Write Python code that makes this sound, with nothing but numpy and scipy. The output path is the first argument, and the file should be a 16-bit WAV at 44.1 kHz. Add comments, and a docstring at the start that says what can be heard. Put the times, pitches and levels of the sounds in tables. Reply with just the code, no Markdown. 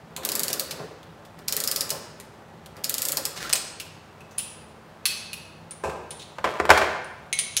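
"""Ratcheting a nut loose

A torque wrench clicks through three back-swings in a hard-walled workshop: each click is noise plus ringing steel.
The socket scrapes and squeaks off the nut: many tiny random slips, and a tone that sags in pitch.
Small steel parts clink and the bench thuds: short noise bursts with fading tones, the steel ones roughened.
The wrench is pressed into its plastic case with a loud clunk. Ventilation, filtered noise with fan tones,
murmurs behind. Most of the tool sounds also echo in the room; one microphone listens a few metres off.
"""
import sys
import numpy as np
from scipy import signal
from scipy.fft import rfft, irfft, next_fast_len
from scipy.io import wavfile
from scipy.ndimage import uniform_filter1d

SR = 44100
rng = np.random.default_rng(int(sys.argv[2]) if len(sys.argv) > 2 else 0)


def generate_wav(signal):
    """Clip the signal to [-1, 1] and save it as 16-bit WAV at the path in sys.argv[1]."""
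    frames = np.transpose(np.atleast_2d(signal))
    scaled = np.clip(frames, -1, 1) * 32767
    pcm = np.round(scaled).astype(np.int16)
    wavfile.write(sys.argv[1], SR, pcm)


N = 335160
TIME = np.arange(N) / SR  # s, through the whole scene
AGE = np.arange(32768) / SR  # s, since a single sound began
FLAT = [(1, 0)]  # a spectrum that favours no pitch: f/Hz, level/dB


def undb(db):
    """Turn decibels into a gain."""
    return 10 ** (np.asarray(db) / 20)


def unit(x):
    """Scale a sound to the energy of 10 ms at an RMS of 1."""
    wanted_energy = SR / 100
    return x * np.sqrt(wanted_energy / np.sum(x ** 2))


def along(points, hz, column=1):
    """Read between the points of a table, on a logarithmic frequency axis."""
    table = np.transpose(points)
    return np.interp(np.log(hz + 1), np.log(table[0]), table[column])


def colour(x, points, lean_db=0, focus_hz=1000, lift_db=0, focus_octaves=0.16):
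    """Filter to a spectrum that leans (dB per octave) about a focus and is lifted there."""
    size = next_fast_len(len(x) * 5 // 8) * 2
    hz = np.arange(size // 2 + 1) * SR / size
    octaves = np.log2(np.maximum(hz, 150) / focus_hz)
    lift = lift_db * np.exp(-.5 * (octaves / focus_octaves) ** 2)
    db = along(points, hz) + lean_db * octaves + lift
    # folding the cepstrum makes the filter answer only after its input, so a blow keeps its sharp start
    cepstrum = irfft(np.log(undb(db)))
    cepstrum[1:size // 2] *= 2
    cepstrum[size // 2 + 1:] = 0
    response = np.exp(rfft(cepstrum))
    return irfft(rfft(x, size) * response)[:len(x)]


def even(x, width_hz, depth):
    """Tame the chance peaks and dips of a noise burst, so that it has little pitch of its own."""
    hz = np.arange(len(x) // 2 + 1) * SR / len(x)
    power = uniform_filter1d(np.abs(rfft(x)) ** 2, max(int(width_hz / hz[1]), 1))
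    correction_db = -10 * min(depth, 1) * np.log10(power / power.mean() + 1e-3)
    return colour(x, np.transpose([hz + 1, correction_db]))


def fade(t60):
    """Die away steadily, by 60 dB in t60 seconds."""
    return np.exp(-np.log(1000) * AGE / max(t60, 1e-3))


def crack(spectrum, t60, rise_s):
    """A contact shakes the parts in a dense, quickly dying vibration: a coloured noise burst."""
    age = AGE[:len(AGE) // 4]
    swell = 1 - np.exp(-(age / rise_s) ** 2)
    burst = rng.standard_normal(len(age)) * fade(t60)[:len(age)] * swell
    burst = even(burst, width_hz=6 / max(t60, .002), depth=0.21)
    return np.pad(unit(colour(burst, spectrum)), (0, len(AGE) - len(age)))


def ring(modes, scatter_db=2, detune=0.0056):
    """A struck part rings in fading tones; each call shares the energy a little differently."""
    total = np.zeros(len(AGE))
    chance = rng.standard_normal((len(modes), 3))
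    for (hz, db, t60), (sign, size, shift) in zip(modes, chance):
        tone = np.sin(2 * np.pi * hz * (1 + detune * shift) * AGE)
        total += np.sign(sign) * undb(db + scatter_db * size) * fade(t60) * tone
    return unit(total)


def add(track, s, sound):
    """Mix a sound in at a time in seconds."""
    start = max(int(s * SR), 0)
    track[start:start + len(sound)] += sound[:max(N - start, 0)]


def waver(count):
    """Wander at random around zero, in straight lines between count points."""
    return np.interp(TIME, np.linspace(0, TIME[-1], count), rng.standard_normal(count))


def strokes(rows, attack_s, release_s, sag_db_per_s):
    """Strength of rubbing: each stroke swells, weakens while it is held, and dies away."""
    strength = np.zeros(N)
    for s, length_s, db in rows:
        age = np.maximum(TIME - s, 0)
        attack = np.minimum(age / attack_s, 1)
        release = np.exp(-np.maximum(age - length_s, 0) / release_s)
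        strength += undb(db - sag_db_per_s * np.minimum(age, length_s)) * attack * release
    return strength


def friction(strength, spectrum, slips_per_s, scatter_db):
    """Rubbing is many tiny slips of unequal size, coloured by the thing that is rubbed."""
    happens = rng.random(N) < slips_per_s / SR
    slips = happens * rng.standard_normal(N) * undb(scatter_db * rng.standard_normal(N))
    sound = colour(slips, spectrum)
    return sound / np.std(sound) * strength


# colour of the moving air: f/Hz, level/dB
AIR_COLOUR = [(25, -12.5), (45, -14), (75, 0.5), (110, -2.5), (155, 3.5), (280, -18), (450, -7), (850, -6),
              (1400, -14), (2200, -21.5), (4000, -25.5), (8000, -33.5), (16000, -49)]
# faint, wavering hum of the fan: f/Hz, level before it sways/dB
FAN_TONES = [(98, -63.5), (164, -62), (219, -62)]


def ventilation(air_db=-50, sway_db=0.2, fan_sway_db=3):
    """Moving air hisses as coloured noise; the fan adds faint, wavering tones."""
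    air = colour(rng.standard_normal(N), AIR_COLOUR)
    air = air / np.std(air) * undb(air_db + sway_db * waver(count=30))
    tones = np.zeros(N)
    for hz, db in FAN_TONES:
        size = undb(db + fan_sway_db * waver(count=30))
        tones += size * np.sin(2 * np.pi * hz * TIME + waver(count=25))
    return air + np.sqrt(2) * tones  # the root makes the fan levels RMS


# echo of the workshop, band by band: f/Hz, t60/s, relative level/dB
ROOM_BANDS = [(125, 1, -2), (469, 0.82, 3.5), (1470, 1, -0.5), (3960, 0.85, 1), (7960, 0.64, 0.5),
              (11800, 0.37, 1.5), (16000, 0.34, 0)]


def workshop(x, early_db=-7, tail_db=-6, first_s=.005, spread_s=.009, build_s=0.01):
    """Bench top and corner walls answer first; then a diffuse tail, dying soonest in the treble."""
    early = rng.standard_normal(len(AGE)) * (rng.random(len(AGE)) < .15)
    early = early * (AGE > first_s) * (AGE < first_s + spread_s)
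    early = even(early, width_hz=66, depth=0.9)
    hz = np.arange(len(AGE) // 2 + 1) * SR / len(AGE)
    noise = rfft(rng.standard_normal(len(AGE)))
    centres = np.transpose(ROOM_BANDS)[0]
    tail = np.zeros(len(AGE))
    # each band is full at its own centre and fades out towards its neighbours
    for (_, t60, db), share in zip(ROOM_BANDS, np.eye(len(ROOM_BANDS))):
        band = irfft(noise * along(np.transpose([centres, share]), hz))
        tail += undb(db) * fade(t60) * band
    tail = tail * (1 - np.exp(-(AGE / build_s) ** 2))
    response = undb(early_db) * early / np.linalg.norm(early) + undb(tail_db) * tail / np.linalg.norm(tail)
    return signal.fftconvolve(x, response)[:N]


# strokes of hands and sleeves as the arm moves: t/s, length/s, starting level/dB
ARM_STROKES = [(.21, 0.49, -42), (.72, 0.1, -44.5), (1.37, 0.03, -57), (1.5, 0.69, -53.5),
               (2.75, 0.038, -49), (3.36, 0.3, -61)]
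# colour of hands and sleeves on the tool: f/Hz, level/dB
RUB_COLOUR = [(50, -27.5), (150, 3), (280, 5.5), (520, 2.5), (900, -1), (1500, -2), (2500, -10),
              (6000, -23.5), (16000, -27.5)]


def hands(hold_db=-54.5):
    """Hands and sleeves rub on the tool; just holding it rustles faintly."""
    arm = undb(hold_db) + strokes(ARM_STROKES, attack_s=0.019, release_s=0.0405, sag_db_per_s=21)
    return friction(arm, RUB_COLOUR, slips_per_s=2500, scatter_db=0.5)


# tones of the wooden top: f/Hz, relative level/dB, t60/s
BENCH_MODES = [(211, -4, 0.36), (372, -16, 0.43), (496, 3.5, 0.37), (577, 2, 0.038), (617, 5.5, 0.31),
               (708, 5, 0.13), (838, -14.5, 0.26), (891, 4.5, 0.12), (1090, -10, 0.077), (1127, -5, 0.065),
               (1267, 2.5, 0.122), (1572, 11.5, 0.059), (1780, -2.5, 0.14), (1990, -21, 0.0432)]
# tones of the cabinet under it: f/Hz, relative level/dB, t60/s
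CABINET_MODES = [(76.4, -6.5, 0.44), (82.6, -4.5, 0.21), (107.6, -21, 0.45)]


def bench(hits, spectrum, rise_s, ring_db, room_db):
    """A blow rings the wooden top; the cabinet under it booms on."""
    near, far = np.zeros((2, N))
    boom = ring(CABINET_MODES) * (1 - fade(t60=0.15))  # the heavy panels take a moment to swing up
    for s, db, t60, lean_db, boom_db in hits:
        blow = crack(spectrum, t60, rise_s) + undb(ring_db) * ring(BENCH_MODES)
        knock = undb(db) * unit(colour(blow, FLAT, lean_db))
        add(near, s, knock + undb(db + boom_db) * boom)
        add(far, s, undb(room_db) * knock)
    return np.array([near, far])


# soft thuds: t/s, level/dB, contact t60/s, lean/dB per octave, boom level against the thud/dB
THUDS = [(.175, -36.5, 0.11, 3, -2.5), (.50, -35, 0.077, -2.5, -22.5), (.799, -33, 0.06, -3, -30),
         (1.917, -33.5, 0.21, -0.5, -28), (3.17, -34, .11, 3.5, -25), (3.529, -32, 0.14, 6.5, -29),
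         (5.8365, -26, 0.046, 2, -13), (5.843, -26, 0.35, 2, 1)]
# colour of their contact: f/Hz, level/dB
THUD_COLOUR = [(30, -38), (70, -17), (150, 2.5), (300, -1), (600, 3.5), (930, 1), (1250, -8.5), (2000, -25),
               (2500, -13), (3200, -29), (8000, -32), (16000, -53)]


def bench_thuds():
    """Soft blows into the bench give dull bursts with a little wooden ring."""
    return bench(THUDS, THUD_COLOUR, rise_s=0.0015, ring_db=-11, room_db=3.0)


# wrench against its case: t/s, level/dB, contact t60/s, lean/dB per octave, boom level against the knock/dB
CASE_HITS = [(5.895, -38, 0.084, 2.5, -6), (6.3835, -31, 0.041, -1.5, -11), (6.4415, -17, 0.09, -1.5, -19),
             (6.474, -25.5, 0.038, -4, -25), (6.599, -17, 0.022, -2.5, -10.5),
             (6.652, -25, 0.026, 0.5, -25), (6.692, -12.5, 0.056, -1.5, -24),
             (6.7025, -4, 0.032, 0.26, -12.5), (6.711, -13, 0.13, -1.5, -14),
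             (6.7745, -19.5, 0.061, 2, -11), (6.815, -17.5, 0.066, -2, -9)]
# colour of the plastic case, knocked or rattled: f/Hz, level/dB
CASE_COLOUR = [(30, -21), (60, -22), (150, -32), (300, -4), (550, 1.5), (1000, 5), (1600, 0), (2300, -3),
               (3200, -10), (5500, -17), (9000, -22.5), (16000, -33)]


def case_knocks():
    """The wrench knocks the plastic case, which passes each blow to the bench."""
    return bench(CASE_HITS, CASE_COLOUR, rise_s=0.00087, ring_db=-8.5, room_db=-2.5)


# the wrench rattles and scrapes in its slot: t/s, length/s, starting level/dB
RATTLES = [(6.47, 0.066, -35.5), (6.71, 0.13, -28)]


def case_rattle():
    """Sparse, very unequal slips rattle against the plastic."""
    strength = strokes(RATTLES, attack_s=0.0058, release_s=0.058, sag_db_per_s=38)
    return friction(strength, CASE_COLOUR, slips_per_s=900, scatter_db=5.0)


# parts are carried from the vice to the back of the bench; their room sound changes: t/s, room level/dB
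CARRY = [(3.6, -2.5), (4.3, 3.5), (7.4, .5)]


def steel(contacts, spectrum, modes, rise_s, chatter=0.63, chatter_hz=450):
    """Steel on steel; the place of contact decides which tones speak most."""
    near, far = np.zeros((2, N))
    for s, db, t60, ring_db, focus_hz, lift_db in contacts:
        # loose parts chatter against each other while they ring, which roughens and widens every tone
        roughness = np.interp(AGE * chatter_hz, np.arange(len(AGE)), rng.standard_normal(len(AGE)))
        rough_ring = unit(ring(modes) * (1 + chatter * roughness))
        touch = crack(spectrum, t60, rise_s) + undb(ring_db) * rough_ring
        clink = undb(db) * unit(colour(touch, FLAT, 0, focus_hz, lift_db))
        room_db = np.interp(s, *np.transpose(CARRY))
        add(near, s, clink)
        add(far, s, undb(room_db) * clink)
    return np.array([near, far])


# small parts knock: t/s, level/dB, contact t60/s, ring against contact/dB, most excited f/Hz, lift there/dB
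BIT_HITS = [(5.7095, -36.5, 0.058, 3.5, 9400, 7.3), (6.1066, -34, 0.081, -10.5, 9900, 16.7),
            (6.1954, -40.5, .12, -16, 3600, 6), (6.218, -42, .073, -17, 3600, 8),
            (7.045, -46.5, .02, -3.5, 9100, 7.6), (7.328, -21, 0.023, 3, 2170, 6.2),
            (7.3885, -19, 0.032, -7.5, 10040, 16.6), (7.394, -27, 0.06, -4, 9500, 6.9),
            (7.567, -20, 0.028, -22, 10560, 21.5), (7.573, -22, 0.038, -14, 6030, 17)]
# colour of their contact: f/Hz, level/dB
BIT_COLOUR = [(300, -25), (1300, -13), (2100, -0.5), (3800, 4.5), (5500, -1.5), (7000, 0.5), (9500, -8),
              (11500, -15), (13000, -19), (16000, -21)]
# their ringing tones: f/Hz, relative level/dB, t60/s
BIT_MODES = [(2207, -3, 0.18), (2760, -3, 0.055), (3600, -24, 0.04), (3970, -1, 0.087), (6230, 1.5, 0.054),
             (6600, -3, 0.069), (9040, 1, 0.054), (9000, -8, 0.059), (9300, -20, 0.051),
             (9380, 15.5, 0.037), (9900, -10.5, .07), (9350, -29, 0.11)]


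def small_bits():
    """Small steel parts knock together and ring in high tones."""
    return steel(BIT_HITS, BIT_COLOUR, BIT_MODES, rise_s=0.0001)


# knocks, faint ticks and a small scrape of steel at the socket:
# t/s, level/dB, contact t60/s, ring against contact/dB, most excited f/Hz, lift there/dB
SOCKET_CONTACTS = [(.233, -39, 0.071, -18, 3760, 9), (.501, -31, .062, -10, 4500, -8),
                   (.7085, -29.5, 0.077, -24, 4330, 4), (1.029, -52, .05, -19, 3400, 12),
                   (1.25, -51, 0.082, -14, 3330, 7), (2.6597, -45, 0.038, -22, 3230, 5.5),
                   (3.4945, -35.5, .015, -10, 7100, 6), (3.5279, -19.5, 0.015, -7.5, 5130, 8.5),
                   (3.5332, -16.5, 0.013, -20, 8550, 12), (3.554, -23, 0.085, -21.5, 7040, 4.5),
                   (3.799, -31.5, 0.075, -14, 2520, 10.5), (4.206, -49, 0.034, -15.5, 2640, 18),
                   (4.310, -53.5, .087, -25, 6240, 9), (4.3795, -38.5, .015, 3, 7500, 23),
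                   (4.3828, -24, 0.018, -15, 9730, 17), (4.394, -36, .04, -10, 2920, 11),
                   (5.0545, -19.5, 0.021, -4, 4150, 9.5), (5.060, -22, 0.022, -6.5, 9700, 4),
                   (5.331, -31.5, 0.031, -1, 2820, 11)]
# colour of its contact: f/Hz, level/dB
SOCKET_COLOUR = [(200, -31), (700, -13), (1250, -1.5), (1800, -0.5), (2500, 6), (5000, 6), (9000, 1.5),
                 (11500, 1), (16000, -3.5)]
# its ringing tones: f/Hz, relative level/dB, t60/s
SOCKET_MODES = [(2560, -1, 0.066), (2630, -25, 0.079), (2960, -10, 0.046), (3580, -18.5, 0.046),
                (3820, -17.5, 0.054), (4250, -2, 0.064), (4200, -25.5, 0.059), (4430, -19, 0.067),
                (9620, 9.5, 0.018), (9820, 3.5, .028), (10170, 6, .029), (13400, -5, .025)]


def socket():
    """Knocks, faint ticks and a small scrape set the socket's steel ringing."""
    return steel(SOCKET_CONTACTS, SOCKET_COLOUR, SOCKET_MODES, rise_s=0.00035)


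# short pulls that slide the socket up the nut: t/s, length/s, starting level/dB
PULLS = [(3.356, 0.026, -35), (3.402, 0.06, -37), (3.49, 0.011, -39.5)]
# colour of the sliding: f/Hz, level/dB
SLIDE_COLOUR = [(300, -9.5), (1000, -11), (1600, -6.5), (2600, -10.5), (4300, -8), (6000, -11.5),
                (8000, -15.5), (16000, -25.5)]


def socket_slide():
    """The socket scrapes up the nut in a dense rush of slips."""
    strength = strokes(PULLS, attack_s=0.0089, release_s=0.02, sag_db_per_s=20)
    return friction(strength, SLIDE_COLOUR, slips_per_s=16000, scatter_db=7)


# squeaks on the way up: t/s, length/s, starting level before flutter/dB
SQUEAKS = [(3.402, 0.017, -36), (3.442, 0.019, -35), (3.47, .035, -43)]


def squeak(base_hz=1992, sag_hz=616, tight_s=3.452, tight_width_s=0.032, wobble=0.074, flutter_db=4):
    """The tight socket sticks and slips: a rough tone that sags in pitch around the tightest spot."""
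    tightness = np.exp(-((TIME - tight_s) / tight_width_s) ** 2)
    pitch_hz = (base_hz - sag_hz * tightness) * (1 + wobble * waver(count=6000))
    size = strokes(SQUEAKS, attack_s=0.0037, release_s=0.0077, sag_db_per_s=60.5)
    size = size * undb(flutter_db * waver(count=2500))
    return size * np.sin(2 * np.pi * np.cumsum(pitch_hz) / SR)


# a hard snap has about this level and lean; softer and slower snaps are duller
SNAP_DB, SNAP_LEAN_DB = -13, 1.78  # dB; dB per octave, before the tooth rate adds to it
LEAN_PER_DB, LEAN_PER_TOOTH_RATE = 0.57, .085  # dB per octave, per dB of force and per tooth a second
# the pawl drops over teeth in three back-swings, with stray faint ticks between:
# t/s, level before each part's share/dB, lift of the head's main ring/dB
PAWL_DROPS = [(0.164, -25.5, -8), (0.2503, -16, -2), (0.2893, -18.5, 3), (0.3179, -18, 7), (0.353, -15, 2),
              (0.3942, -15.5, 1), (0.4332, -15, 4), (0.4814, -20, 3), (0.5299, -15.5, 3),
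              (0.5961, -15, 1.5), (1.3897, -44.5, 2), (1.4785, -36, 0), (1.4821, -16.3, 6.5),
              (1.5243, -15, 5), (1.5658, -15, 1), (1.6023, -18, 1), (1.6382, -17.5, 4), (1.675, -14.5, 13),
              (1.7138, -15, 7), (1.7609, -15.5, 10), (1.8078, -14.7, 11), (1.8931, -28, -8),
              (1.9039, -15.5, 4), (2.2, -35, -7), (2.767, -43, 5), (2.8385, -33, 0), (2.8425, -16.5, 7.5),
              (2.8951, -15.5, -10), (2.9412, -17, 2.5), (2.9814, -18.5, 0), (3.0194, -15, -2),
              (3.052, -16, 1), (3.0853, -16, 2), (3.1199, -16, -7), (3.1708, -14.5, 9), (3.253, -16.5, 5)]
# colour of the ratchet head's contact: f/Hz, level/dB
HEAD_COLOUR = [(300, -29.5), (1200, -24), (2200, -5.5), (3300, -2), (4300, 2.5), (6000, -1), (8300, 2),
               (9400, 0), (12500, -0.5), (14500, -8), (16000, -2)]
# ringing tones of the head: f/Hz, relative level/dB, t60/s
HEAD_MODES = [(4340, -7, 0.021), (5000, 0, 0.016), (5040, -29.5, 0.023), (5020, -13, 0.032),
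              (6910, 6, 0.013), (8920, -9, 0.017), (12150, 4, 0.0087), (13300, 10, 0.0095)]
# colour of the dull knock through handle and vice: f/Hz, level/dB
VICE_COLOUR = [(60, -31), (150, -27), (250, 1.5), (350, -6), (520, 2), (750, -6), (950, -9), (1300, -0.5),
               (2500, -8), (5000, -17)]


def ratchet(click_db=-6, ring_db=-6, knock_db=-16, snap_t60=0.0088, head_t60=0.11, head_db=-4,
            slip_db=-16, slip_s=0.00062, head_hz=5080, rebound_db=-12, room_db=-3.0):
    """The pawl slips off a tooth and snaps down, the head rings, the vice passes a dull knock to the room."""
    near, far = np.zeros((2, N))
    gaps_s = np.diff(np.transpose(PAWL_DROPS)[0], prepend=-1)
    # a very short gap is the pawl catching on the same tooth, so it counts as no rate
    teeth_per_s = np.where(gaps_s > .02, 1 / gaps_s, 0)
    for (s, db, lift_db), rate in zip(PAWL_DROPS, teeth_per_s):
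        force_db = max(db - SNAP_DB, -10)
        lean_db = SNAP_LEAN_DB + LEAN_PER_DB * force_db + LEAN_PER_TOOTH_RATE * rate
        snap = crack(HEAD_COLOUR, snap_t60, rise_s=0.00066)
        snap = snap + undb(head_db) * crack(HEAD_COLOUR, head_t60, rise_s=0.0021)
        snap = snap + undb(ring_db) * ring(HEAD_MODES, detune=0.0035)
        level_db = db + click_db
        click = undb(level_db) * unit(colour(snap, FLAT, lean_db, head_hz, lift_db, focus_octaves=0.14))
        slip = undb(level_db + slip_db) * crack(HEAD_COLOUR, snap_t60, rise_s=0.00035)
        rebound = undb(level_db + rebound_db) * crack(HEAD_COLOUR, 0.0081, rise_s=.0004)
        knock = undb(db + knock_db) * crack(VICE_COLOUR, 0.029, rise_s=0.0014)
        add(near, s - slip_s, slip)
        add(near, s, click)
        add(near, s + rng.uniform(0.005, 0.0087), rebound)  # the pawl bounces once
        add(far, s, undb(room_db) * click + knock)
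    return np.array([near, far])


def scene():
    """Mix all sources: near is heard directly, far feeds the room, rubbing goes both ways."""
    near, far = bench_thuds() + case_knocks() + small_bits() + socket() + ratchet()
    rubbing = hands() + case_rattle() + socket_slide() + squeak()
    return (ventilation() + near + rubbing + workshop(far + rubbing))[None]


def record(dry, low_cut_hz=40, top_hz=15750):
    """Peaks beyond full scale are clipped flat; then the deep bass and the top are cut."""
    clipped = np.clip(dry, -1, 1)
    thinned = signal.sosfilt(signal.butter(2, low_cut_hz, "high", fs=SR, output="sos"), clipped)
    return signal.sosfilt(signal.ellip(10, .2, 70, top_hz, fs=SR, output="sos"), thinned)


dry = scene()
out = record(dry)
generate_wav(out)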